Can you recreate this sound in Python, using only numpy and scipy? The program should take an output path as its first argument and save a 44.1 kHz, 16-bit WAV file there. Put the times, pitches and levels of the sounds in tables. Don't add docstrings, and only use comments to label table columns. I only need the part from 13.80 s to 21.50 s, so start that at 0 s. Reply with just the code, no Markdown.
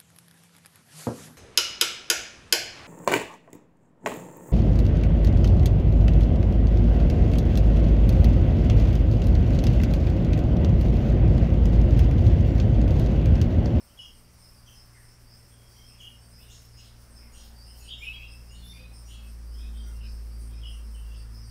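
import sys
import numpy as np
from scipy import signal
from scipy.fft import rfft, irfft
from scipy.io import wavfile
from scipy.ndimage import uniform_filter1d

SR = 44100
rng = np.random.default_rng(int(sys.argv[2]) if len(sys.argv) > 2 else 0)


def voltage_ratio(level):
    return 10 ** (np.asarray(level, float) / 20)


def transcribe(signal):
    frames = np.atleast_2d(signal).T
    limited = np.clip(frames, -1, 1)
    pcm = np.round(limited * 32767).astype(np.int16)
    wavfile.write(sys.argv[1], SR, pcm)


N = 339570

# (frequency [Hz], density [dB per Hz])
HISS_COLOUR = [(12, -49), (20, 8), (44, -0.5), (112, -7), (161, -12.5), (232, -11), (281, -15), (631, -20),
               (1300, -21), (3850, -29.5), (5230, -20), (6910, -31.5), (8880, -24), (11400, -30),
               (15500, -31)]
HISS_DB, ROAD_FOLLOWS = -64, 0.16
# (time [s], peak level [dB])
SIZZLE_SWELLS = [(0.0263, -58), (0.178, -60), (0.2843, -58), (0.4564, -60), (0.6893, -58), (0.9043, -54),
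                 (1.1164, -60), (1.4182, -64), (1.714, -62), (1.949, -59), (2.2692, -56), (2.6105, -53),
                 (2.7107, -56), (2.823, -55), (3.1867, -65), (3.4451, -58), (3.6546, -52), (3.8701, -55),
                 (3.9903, -53), (4.2378, -54), (4.5526, -58), (4.8499, -54), (5.4256, -57), (5.7364, -57),
                 (6.0731, -56), (6.3684, -59), (6.9691, -60), (7.224, -58), (7.4545, -59), (7.6141, -58)]
SWELL_RISE_S, SWELL_FALL_S, SIZZLE_REST_DB = 0.019, 0.047, -60.5
SIZZLE_REACHES_DOWN = 0.49

# (time [s], boom through the walls [dB], exhaust buzz [dB])
ENGINE_LEVELS = [(0.0, -67, -69.5), (0.36, -60.5, -63), (1.18, -62.5, -58), (2.66, -55.5, -58),
                 (2.94, -56, -54), (3.54, -50, -63.5), (4.18, -47, -58), (5.17, -46, -55),
                 (5.88, -35.5, -63), (6.26, -36, -52), (6.4, -36, -55.5), (6.82, -37.5, -50.5),
                 (7.06, -37.5, -64), (7.25, -37, -54.5), (7.7, -42.5, -47)]
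# (time [s], firing rate [Hz])
FIRING_RATE = [
    (0, 58.92),
    (2.6, 58.37),
    (4.4, 57.92),
    (5.3, 57.14),
    (5.9, 56.21),
    (7.7, 54.97),
]
# (multiple of firing rate, level against the boom [dB])
UPPER_MULTIPLES = [(6, -37), (7, -37), (8, -50.5), (9, -36.5)]
# (multiple of firing rate, level [dB])
BUZZ_MULTIPLES = [(3, -72.5), (4, -74.5), (5, -84.5)]
# (time [s], half length [s], third multiple lift [dB], fourth [dB], fifth [dB])
BUZZ_LIFTS = [(.5, 0.25, 3.7, 2.3, -2), (2.55, 0.12, 6.7, 10.4, -1), (3.45, 0.34, 2, 11, 5),
              (4.9, 0.32, 16, 8.8, 0), (5.5, 0.23, 10, 14.2, 5), (5.93, 0.2, 12.6, 17.2, 12),
              (6.25, 0.14, 4, 14.7, 11), (6.72, 0.24, 9, 13.7, 20), (7.1, .06, 2, 15, 11),
              (7.35, 0.17, 8.1, 6.8, -1), (7.6, 0.2, 4.8, 13.2, 13)]
# (frequency [Hz], level [dB])
FAN_TONES = [(76, -67.5), (574, -80)]

# (low [Hz], high [Hz], ring-out t60 [s])
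NEAR_BAND, LOW_BAND, MID_BAND, HIGH_BAND = (4960, 5520, .44), (4620, 4900, 0.45), (5250, 5480, 0.42), (5720, 5850, 0.29)
# (time [s], length [s], level [dB])
NEAR_STROKES = [(0.182, 0.082, -58.5), (0.6, 0.078, -58.5), (0.945, 0.078, -57.5), (1.24, 0.07, -66),
                (1.474, 0.076, -58.5), (1.75, .037, -76), (2.014, .12, -57.5), (2.509, 0.092, -58.5),
                (2.931, 0.086, -58), (3.349, 0.07, -56.5), (3.585, 0.049, -62.5), (3.805, 0.15, -57),
                (4.469, 0.09, -57.5), (4.658, 0.052, -62.5), (5.12, .061, -58.5), (5.449, .091, -71),
                (5.712, 0.098, -58.5), (6.139, 0.051, -71), (6.214, 0.11, -58), (6.726, 0.056, -62.5),
                (6.845, 0.07, -59.5), (7.0, 0.087, -68), (7.34, 0.037, -63), (7.52, .11, -57)]
# (time [s], length [s], level [dB])
LOW_STROKES = [(0.428, 0.046, -75), (0.755, 0.02, -66), (1.76, 0.065, -78), (2.4, .06, -69),
               (3.2, 0.063, -76), (7.355, 0.04, -62), (1.434, 0.076, -66), (1.873, .12, -67),
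               (3.755, 0.085, -57.5), (4.062, 0.035, -61), (4.3, 0.06, -66), (4.925, 0.057, -63),
               (5.646, 0.038, -68), (5.973, 0.044, -66), (6.259, 0.056, -63), (6.497, 0.13, -65),
               (7.217, 0.12, -69), (7.622, 0.045, -62)]
# (time [s], length [s], level [dB])
MID_STROKES = [(0, .028, -65), (1.601, 0.052, -77), (1.836, .062, -69), (2.345, 0.077, -65),
               (2.715, 0.096, -63), (4.16, 0.15, -63), (4.864, 0.046, -63), (6.354, 0.039, -68)]
# (time [s], length [s], level [dB])
HIGH_STROKES = [(1.931, 0.077, -65), (3.54, 0.045, -65), (4.88, .04, -66), (5.236, .06, -62.5),
                (6.021, 0.057, -65), (6.918, 0.036, -66), (7.601, 0.065, -65)]
# (time [s], top of sweep [Hz], level [dB])
SHRILL_STROKES = [(0.017, 9440, -71), (0.323, 9650, -65.5), (.575, 9500, -63.5), (1.14, 8700, -66.5),
                  (1.2, 10000, -66.5), (1.538, 8800, -68), (1.686, 9170, -64.5), (2.054, 9760, -64.5),
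                  (2.402, 8900, -67), (2.48, 9600, -68), (2.615, 9560, -67), (3.02, 9430, -72),
                  (3.29, 9240, -65), (3.527, 9900, -61.5), (3.859, 10270, -62.5), (4.02, 10000, -60.5),
                  (4.49, 10150, -64), (4.711, 10000, -64.5), (5.13, 9900, -60), (5.274, 10090, -63),
                  (5.451, 9300, -65), (5.94, 9100, -66.5), (6.067, 9300, -66.5), (6.312, 8990, -70),
                  (6.59, 10340, -60), (6.888, 9910, -63), (7.127, 9350, -62), (7.361, 9830, -63.5),
                  (7.63, 9500, -65)]
SHRILL_LOW_HZ, SHRILL_S, SHRILL_T60_S = 8250, .045, 0.41
# (time [s], start [Hz], end [Hz], level [dB])
PEEP_NOTES = [(0.176, 6280, 6760, -69), (0.854, 6480, 5630, -64), (2.185, 6950, 6330, -67),
              (2.19, 5980, 6000, -69), (3.523, 6800, 6680, -64), (3.985, 6660, 6880, -61.5),
              (4.175, 6640, 7430, -65.5), (4.705, 6720, 6900, -64), (2.701, 6100, 6950, -61.5),
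              (2.96, 6260, 6900, -64), (5.26, 6500, 7040, -66), (6.22, 3430, 4230, -69),
              (4.75, 3910, 4500, -64), (.19, 10300, 10800, -69), (2.22, 10200, 10900, -70),
              (4.218, 9850, 10900, -66.5), (4.84, 10070, 11330, -60.5), (6.854, 10730, 9900, -66)]
PEEP_S, PEEP_T60_S = 0.034, 0.54

# (time [s], level [dB])
DOUBLE_CHIRPS = [
    (0.174, -51),
    (2.188, -49.5),
    (6.816, -49.5),
]
HIGH_NOTE, LOW_NOTE = (3340, 3180, .028), (3030, 2790, .028)  # (start [Hz], end [Hz], length [s])
LOW_NOTE_LAG_S, HIGH_NOTE_DB, DOUBLE_DIRECT = 0.014, -4, 18
# (time [s], start [Hz], end [Hz], length [s], level [dB])
CRY_OPENING = [
    (4.076, 3000, 3780, 0.04, -42.5),
    (4.09, 2824, 2840, 0.019, -54.5),
    (4.19, 3680, 3770, .02, -66),
]
# (time [s], start [Hz], end [Hz], length [s], level [dB])
CRY_CORE = [
    (4.221, 2370, 2460, .026, -43.5),
    (4.265, 2545, 2610, 0.064, -37.5),
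    (4.333, 3255, 3280, 0.055, -47),
]
# (time [s], start [Hz], end [Hz], length [s], level [dB])
CRY_NOTES = [
    (4.188, 2166, 2450, 0.0404, -55),
    (4.222, 2620, 3100, 0.03, -45),
    (4.292, 3990, 3900, 0.015, -66),
    (4.354, 2500, 2780, 0.061, -48.5),
]
OPENING_T60_S, CORE_T60_S, CORE_DIRECT = 0.4, 0.5, 130
# (time [s], start [Hz], level [dB])
FALLING_CHIRPS = [
    (0.071, 3270, -70),
    (0.853, 3395, -61.5),
    (1.138, 2140, -63),
    (3.375, 2660, -67.5),
    (6.192, 3094, -60),
    (1.702, 3600, -73),
]
FALL_RATIO, FALL_S = .79, .031
# (time [s], start [Hz], end [Hz], level [dB])
RISING_CHIRPS = [(1.939, 3100, 3270, -62), (2.065, 2500, 2900, -67), (2.583, 2510, 3010, -64.5),
                 (3.851, 2640, 3165, -65.5), (4.915, 2250, 2560, -60.5), (5.72, 2896, 3450, -66),
                 (5.77, 3240, 3930, -63.5), (5.775, 2406, 2650, -64), (5.925, 2950, 3880, -64),
                 (6.68, 2867, 3930, -69), (6.715, 2400, 2700, -67)]
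RISE_S = 0.047
# (time [s], start [Hz], end [Hz], length [s], level [dB])
WHISTLE_NOTES = [(1.714, 3280, 3270, 0.21, -70), (2.679, 2920, 2960, 0.02, -73),
                 (4.82, 3500, 3545, 0.04, -56), (4.969, 515, 515, 0.08, -65),
                 (5.319, 3296, 3285, 0.03, -61), (5.381, 2655, 2555, 0.031, -65),
                 (5.905, 3140, 3190, 0.1, -64), (6.027, 1462, 1363, 0.035, -67),
                 (6.229, 1557, 1630, 0.018, -69), (7.133, 3070, 2674, 0.0407, -62.5),
                 (7.309, 2900, 2750, 0.021, -77), (2.174, 2350, 2290, 0.028, -74),
                 (4.684, 2750, 2956, 0.062, -60.5), (2.58, 3480, 3590, .03, -74)]
NEAR_T60_S, CRY_T60_S, FAR_T60_S, WHISTLE_T60_S = 0.33, 0.44, 0.59, 0.42

# (time [s], start [Hz], end [Hz], length [s], level [dB])
AIMED_NOTES = [(.19, 2970, 2930, .019, -48.5), (2.69, 2810, 2880, .022, -62),
               (2.706, 3500, 3620, .016, -64), (2.995, 2800, 2880, 0.018, -63),
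               (4.982, 2480, 2520, .03, -59), (5.85, 2440, 2480, .02, -68), (6.203, 3000, 2720, 0.021, -63),
               (6.256, 2450, 2420, .025, -66), (5.982, 3170, 3180, .045, -62), (6.07, 3190, 3180, .08, -69),
               (6.835, 2980, 2800, .04, -56), (4.9, 3800, 3230, .025, -68), (4.42, 2500, 2740, 0.0608, -53),
               (7.31, 2720, 2950, .04, -64), (.875, 3200, 3050, .02, -64), (.885, 2780, 2700, .02, -67),
               (7.143, 3050, 2900, .025, -64), (4.71, 2750, 3000, .04, -63), (4.11, 3400, 3560, .03, -50),
               (4.13, 3560, 3330, .03, -51)]
AIMED_T60_S, AIMED_DIRECT = .25, 90
# (time [s], start [Hz], end [Hz], length
# [s], level [dB])
FAINT_NOTES = [(4.022, 3120, 2500, .035, -60), (4.878, 3590, 3630, .045, -55.5),
               (4.99, 4080, 3850, .025, -69), (6.06, 2080, 2080, 0.048, -73), (7.24, 3200, 3520, .08, -71),
               (7.2, 2830, 2760, .07, -68), (6.89, 2790, 2750, .03, -66), (6.1, 2800, 2760, .04, -70),
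               (4.2, 2800, 4200, .03, -60), (4.3, 2900, 2150, .06, -58), (4.9, 2050, 3400, .08, -65),
               (1.245, 5280, 5520, .06, -66.5), (1.08, 5400, 5000, .03, -73), (.845, 5400, 6500, .04, -71),
               (1.935, 2150, 2250, 0.032, -73), (1.705, 3270, 3290, .02, -72), (1.56, 5000, 5540, .06, -69),
               (7.31, 2720, 2700, .03, -69), (4.975, 2470, 2530, .05, -59.5), (3.99, 4900, 3900, .05, -64),
               (2.585, 2600, 4200, .05, -68), (.19, 5400, 6000, .04, -66), (4.46, 2780, 2620, .09, -64),
               (5.32, 2750, 2560, .05, -65), (2.815, 5300, 5500, .02, -66), (3.3, 6000, 6400, .04, -75),
               (3.9, 4700, 4100, .08, -70), (3.54, 5750, 5800, .06, -67), (3.42, 2150, 2050, .03, -72),
               (4.77, 3100, 4400, .05, -66), (3.51, 2680, 2760, .03, -68), (3.03, 2900, 4200, .03, -66),
               (5.3, 3300, 4700, .025, -66), (4.86, 3700, 5000, .03, -66), (4.03, 3200, 4300, .03, -68),
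               (3.6, 3000, 4800, .04, -65), (2.72, 3600, 6000, .03, -66), (3.0, 3800, 5200, .03, -68),
               (4.4, 3270, 3260, .05, -60), (4.24, 2750, 3050, .025, -55), (5.28, 2800, 3000, .03, -63),
               (4.4, 2900, 4300, .04, -67), (.2, 3250, 2950, .025, -60), (2.21, 3250, 2950, .025, -60)]
# (time [s], start [Hz], end [Hz], length [s], level [dB], overtone [dB])
SQUEAK_CALLS = [
    (2.678, 2700, 5030, 0.032, -57.5, 0),
    (2.962, 2583, 4900, 0.04, -60, -3),
    (3.53, 2750, 5400, 0.05, -59, -6),
    (3.995, 2600, 3000, 0.018, -60.5, -3),
    (4.72, 3000, 5010, 0.04, -65, -11),
    (5.272, 2735, 4780, 0.036, -57, -11),
    (7.31, 2700, 4300, 0.03, -65, -13),
]
# (from [s], to [s], low [Hz], high [Hz], level [dB])
THINNED_TREBLE = [
    (4.101, 4.183, 8300, 10200, -6),
    (4.11, 4.183, 11600, 15700, -5),
    (4.235, 4.45, 8500, 9500, -13),
]


def track(table):
    s, *columns = np.transpose(table)
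    return [np.interp(np.arange(N) / SR, s, c) for c in columns]


def walk(rate):
    k = int(SR / rate)
    return 1.18 * uniform_filter1d(np.repeat(rng.standard_normal(N // k + 1), k), k)[:N]


def band(spectrum, lo_hz, hi_hz):
    f = np.arange(N // 2 + 1) * SR / N
    return irfft(spectrum * ((f >= lo_hz) & (f < hi_hz)), N)


def sizzle_level():
    s, peak_db = np.transpose(SIZZLE_SWELLS)[:, :, None]
    late = np.arange(0, N, 64) / SR - s
    shape = np.exp(np.where(late < 0, late / SWELL_RISE_S, -late / SWELL_FALL_S))
    return np.repeat(((peak_db - SIZZLE_REST_DB) * shape).max(axis=0), 64)[:N]


def hiss():
    f = np.arange(N // 2 + 1) * SR / N + 1e-3
    hz, db = np.transpose(HISS_COLOUR)
    colour = voltage_ratio(np.interp(np.log(f), np.log(hz), db))
    colour *= 1 - .3 * np.exp(-((f - 3700) / 1000) ** 2) - .22 * np.exp(-((f - 6900) / 800) ** 2)
    noise = colour * rfft(rng.standard_normal(N))
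    noise *= voltage_ratio(HISS_DB) / np.std(band(noise, 300, 2000))
    road, sizzle = ROAD_FOLLOWS * track(ENGINE_LEVELS)[0], sizzle_level()
    road = road - road.mean()
    sizzle = sizzle - sizzle.mean()
    edges = 15.1 * 2 ** np.arange(0, 10, .5)
    out, flicker = 0, walk(20)
    for lo, hi in zip(edges, edges[1:]):
        swell_db = road * np.clip(250 / lo, 0, 1.3) + .8 * walk(3) * (lo < 2500)
        treble_db = (.9 * flicker + .8 * walk(16)) * (lo > 3000)
        treble_db = treble_db + SIZZLE_REACHES_DOWN * sizzle * (lo > 7000)
        out = out + voltage_ratio(swell_db + treble_db) * band(noise, lo, hi)
    for lo, hi, trim_db in [(edges[-1], 12200, -2.5), (12200, 14000, .8), (14000, 15700, .3)]:
        flutter_db = .9 * flicker + 1.9 * walk(45) + 1.1 * walk(26)
        out = out + voltage_ratio(sizzle + trim_db + flutter_db) * band(noise, lo, hi)
    return out


def lifted(s, half_s, *lift_db):
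    return np.outer(lift_db, np.exp(-((np.arange(N) / SR - s) / half_s) ** 2))


def engine():
    (hz,), (boom_db, buzz_db) = track(FIRING_RATE), track(ENGINE_LEVELS)
    phase = 2 * np.pi * np.cumsum(hz * (1 + 0.00703 * walk(14))) / SR
    orders = [(1, boom_db), (2, buzz_db)]
    orders += [(k, boom_db + rel_db) for k, rel_db in UPPER_MULTIPLES]
    lifts = np.max([lifted(*row) for row in BUZZ_LIFTS], axis=0)
    orders += [(k, db + lift) for (k, db), lift in zip(BUZZ_MULTIPLES, lifts)]
    drone = 0
    for k, db in orders:
        waver_db = min(0.42 * k, 2.5) * walk(16)
        drone = drone + voltage_ratio(db + waver_db) * np.sin(k * phase + 6 * rng.random())
    turns = 2 * np.pi * np.cumsum(1 + 0.00775 * walk(9)) / SR
    fan = sum(voltage_ratio(fan_db + 2 * walk(4.3)) * np.sin(fan_hz * turns) for fan_hz, fan_db in FAN_TONES)
    return np.sqrt(2) * (drone + fan)


def echoed(s, hz0, hz1, length, db, t60, overtone_db=-60, shape="glide", build=.006, hold=.055, direct=11):
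    u = np.arange(int(length * SR)) / int(length * SR)
    strokes = np.cumsum(70 * (1 + 0.275 * np.sin(9 * u + 6 * rng.random()))) / SR
    bend = {"glide": 0.677 * (1 - np.cos(np.pi * u)) / 2 + 0.329 * u,
            "squeak": u ** 1.7,
            "trill": (2 * abs(strokes % 1 - .5)) ** .6}[shape]
    swell = {"glide": 1, "squeak": voltage_ratio(-8 * bend), "trill": voltage_ratio(-5 * u)}[shape]
    shake = np.interp(u * length, np.arange(64) / 250, rng.standard_normal(64))
    rough = .02 + .12 * np.minimum(abs(hz1 - hz0) / hz0, .2)
    pitch_hz = (hz0 + (hz1 - hz0) * bend) * (1 + rough * shake / 3)
    phase = 2 * np.pi * np.cumsum(pitch_hz) / SR
    envelope = swell * voltage_ratio(2.5 * shake[::-1]) * np.sin(np.pi * u) ** 0.3
    call = envelope * (np.sin(phase) + voltage_ratio(overtone_db) * np.sin(2 * phase))
    t = np.arange(SR // 2) / SR
    patches = voltage_ratio(2.2 * np.interp(t, np.arange(21) / 60, rng.standard_normal(21)))
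    decay = voltage_ratio(-60 * np.maximum(t - hold, 0) / t60)
    path = rng.standard_normal(SR // 2) * patches * (1 - np.exp(-t / build)) * decay
    path[0] = direct
    heard = signal.fftconvolve(call, path)
    loudest = np.sqrt(uniform_filter1d(heard ** 2, size=SR // 12).max())
    return int(s * SR), heard * voltage_ratio(db) / loudest


def placed(calls):
    out = np.zeros(N + SR)
    for start, sound in calls:
        out[start:start + len(sound)] += sound
    return out[:N]


def insects():
    rows = [(s, hz0, hz1, PEEP_S, db, PEEP_T60_S) for s, hz0, hz1, db in PEEP_NOTES]
    for (lo_hz, hi_hz, t60), strokes in [(NEAR_BAND, NEAR_STROKES), (LOW_BAND, LOW_STROKES),
                                         (MID_BAND, MID_STROKES), (HIGH_BAND, HIGH_STROKES)]:
        rows += [(s, hi_hz, lo_hz, length, db, t60) for s, length, db in strokes]
    shrill = [(s, hz, SHRILL_LOW_HZ, SHRILL_S, db, SHRILL_T60_S) for s, hz, db in SHRILL_STROKES]
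    calls = [echoed(*row, shape="trill", hold=0.0043) for row in rows]
    calls += [echoed(*row, shape="trill", hold=0.0029) for row in shrill]
    return placed(calls)


def chirps():
    near = [(s, *HIGH_NOTE, db + HIGH_NOTE_DB, NEAR_T60_S) for s, db in DOUBLE_CHIRPS]
    near += [(s + LOW_NOTE_LAG_S, *LOW_NOTE, db, NEAR_T60_S) for s, db in DOUBLE_CHIRPS]
    rows = [(*row, OPENING_T60_S) for row in CRY_OPENING]
    rows += [(*row, CRY_T60_S) for row in CRY_NOTES]
    rows += [(s, hz, hz * FALL_RATIO, FALL_S, db, CRY_T60_S) for s, hz, db in FALLING_CHIRPS]
    rows += [(s, hz0, hz1, RISE_S, db, FAR_T60_S) for s, hz0, hz1, db in RISING_CHIRPS]
    rows += [(*row, WHISTLE_T60_S) for row in WHISTLE_NOTES]
    calls = [echoed(*row, direct=DOUBLE_DIRECT) for row in near]
    calls += [echoed(*row, CORE_T60_S, hold=0.02, direct=CORE_DIRECT) for row in CRY_CORE]
    calls += [echoed(*row) for row in rows]
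    return placed(calls)


def asides():
    aimed = [echoed(*row, AIMED_T60_S, hold=.02, direct=AIMED_DIRECT) for row in AIMED_NOTES]
    return placed(aimed + [echoed(*row, WHISTLE_T60_S) for row in FAINT_NOTES])


def squeaks():
    calls = []
    for *note, overtone_db in SQUEAK_CALLS:
        calls.append(echoed(*note, 0.55, overtone_db, shape="squeak", build=0.012, hold=0.025, direct=6.7))
    return placed(calls)


def scene():
    return (hiss() + engine() + insects() + chirps() + asides() + squeaks())[None]


def band_limit(x):
    return signal.sosfilt(signal.butter(12, 15640, fs=SR, output="sos"), x)


def record(dry):
    t, x = np.arange(N) / SR, dry[0]
    for t0, t1, lo_hz, hi_hz, db in THINNED_TREBLE:
        during = uniform_filter1d(1. * ((t > t0) & (t < t1)), size=600)
        x = x - (1 - voltage_ratio(db)) * during * band(rfft(x), lo_hz, hi_hz)
    return band_limit(x[None])


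dry = scene()
out = record(dry)
transcribe(out)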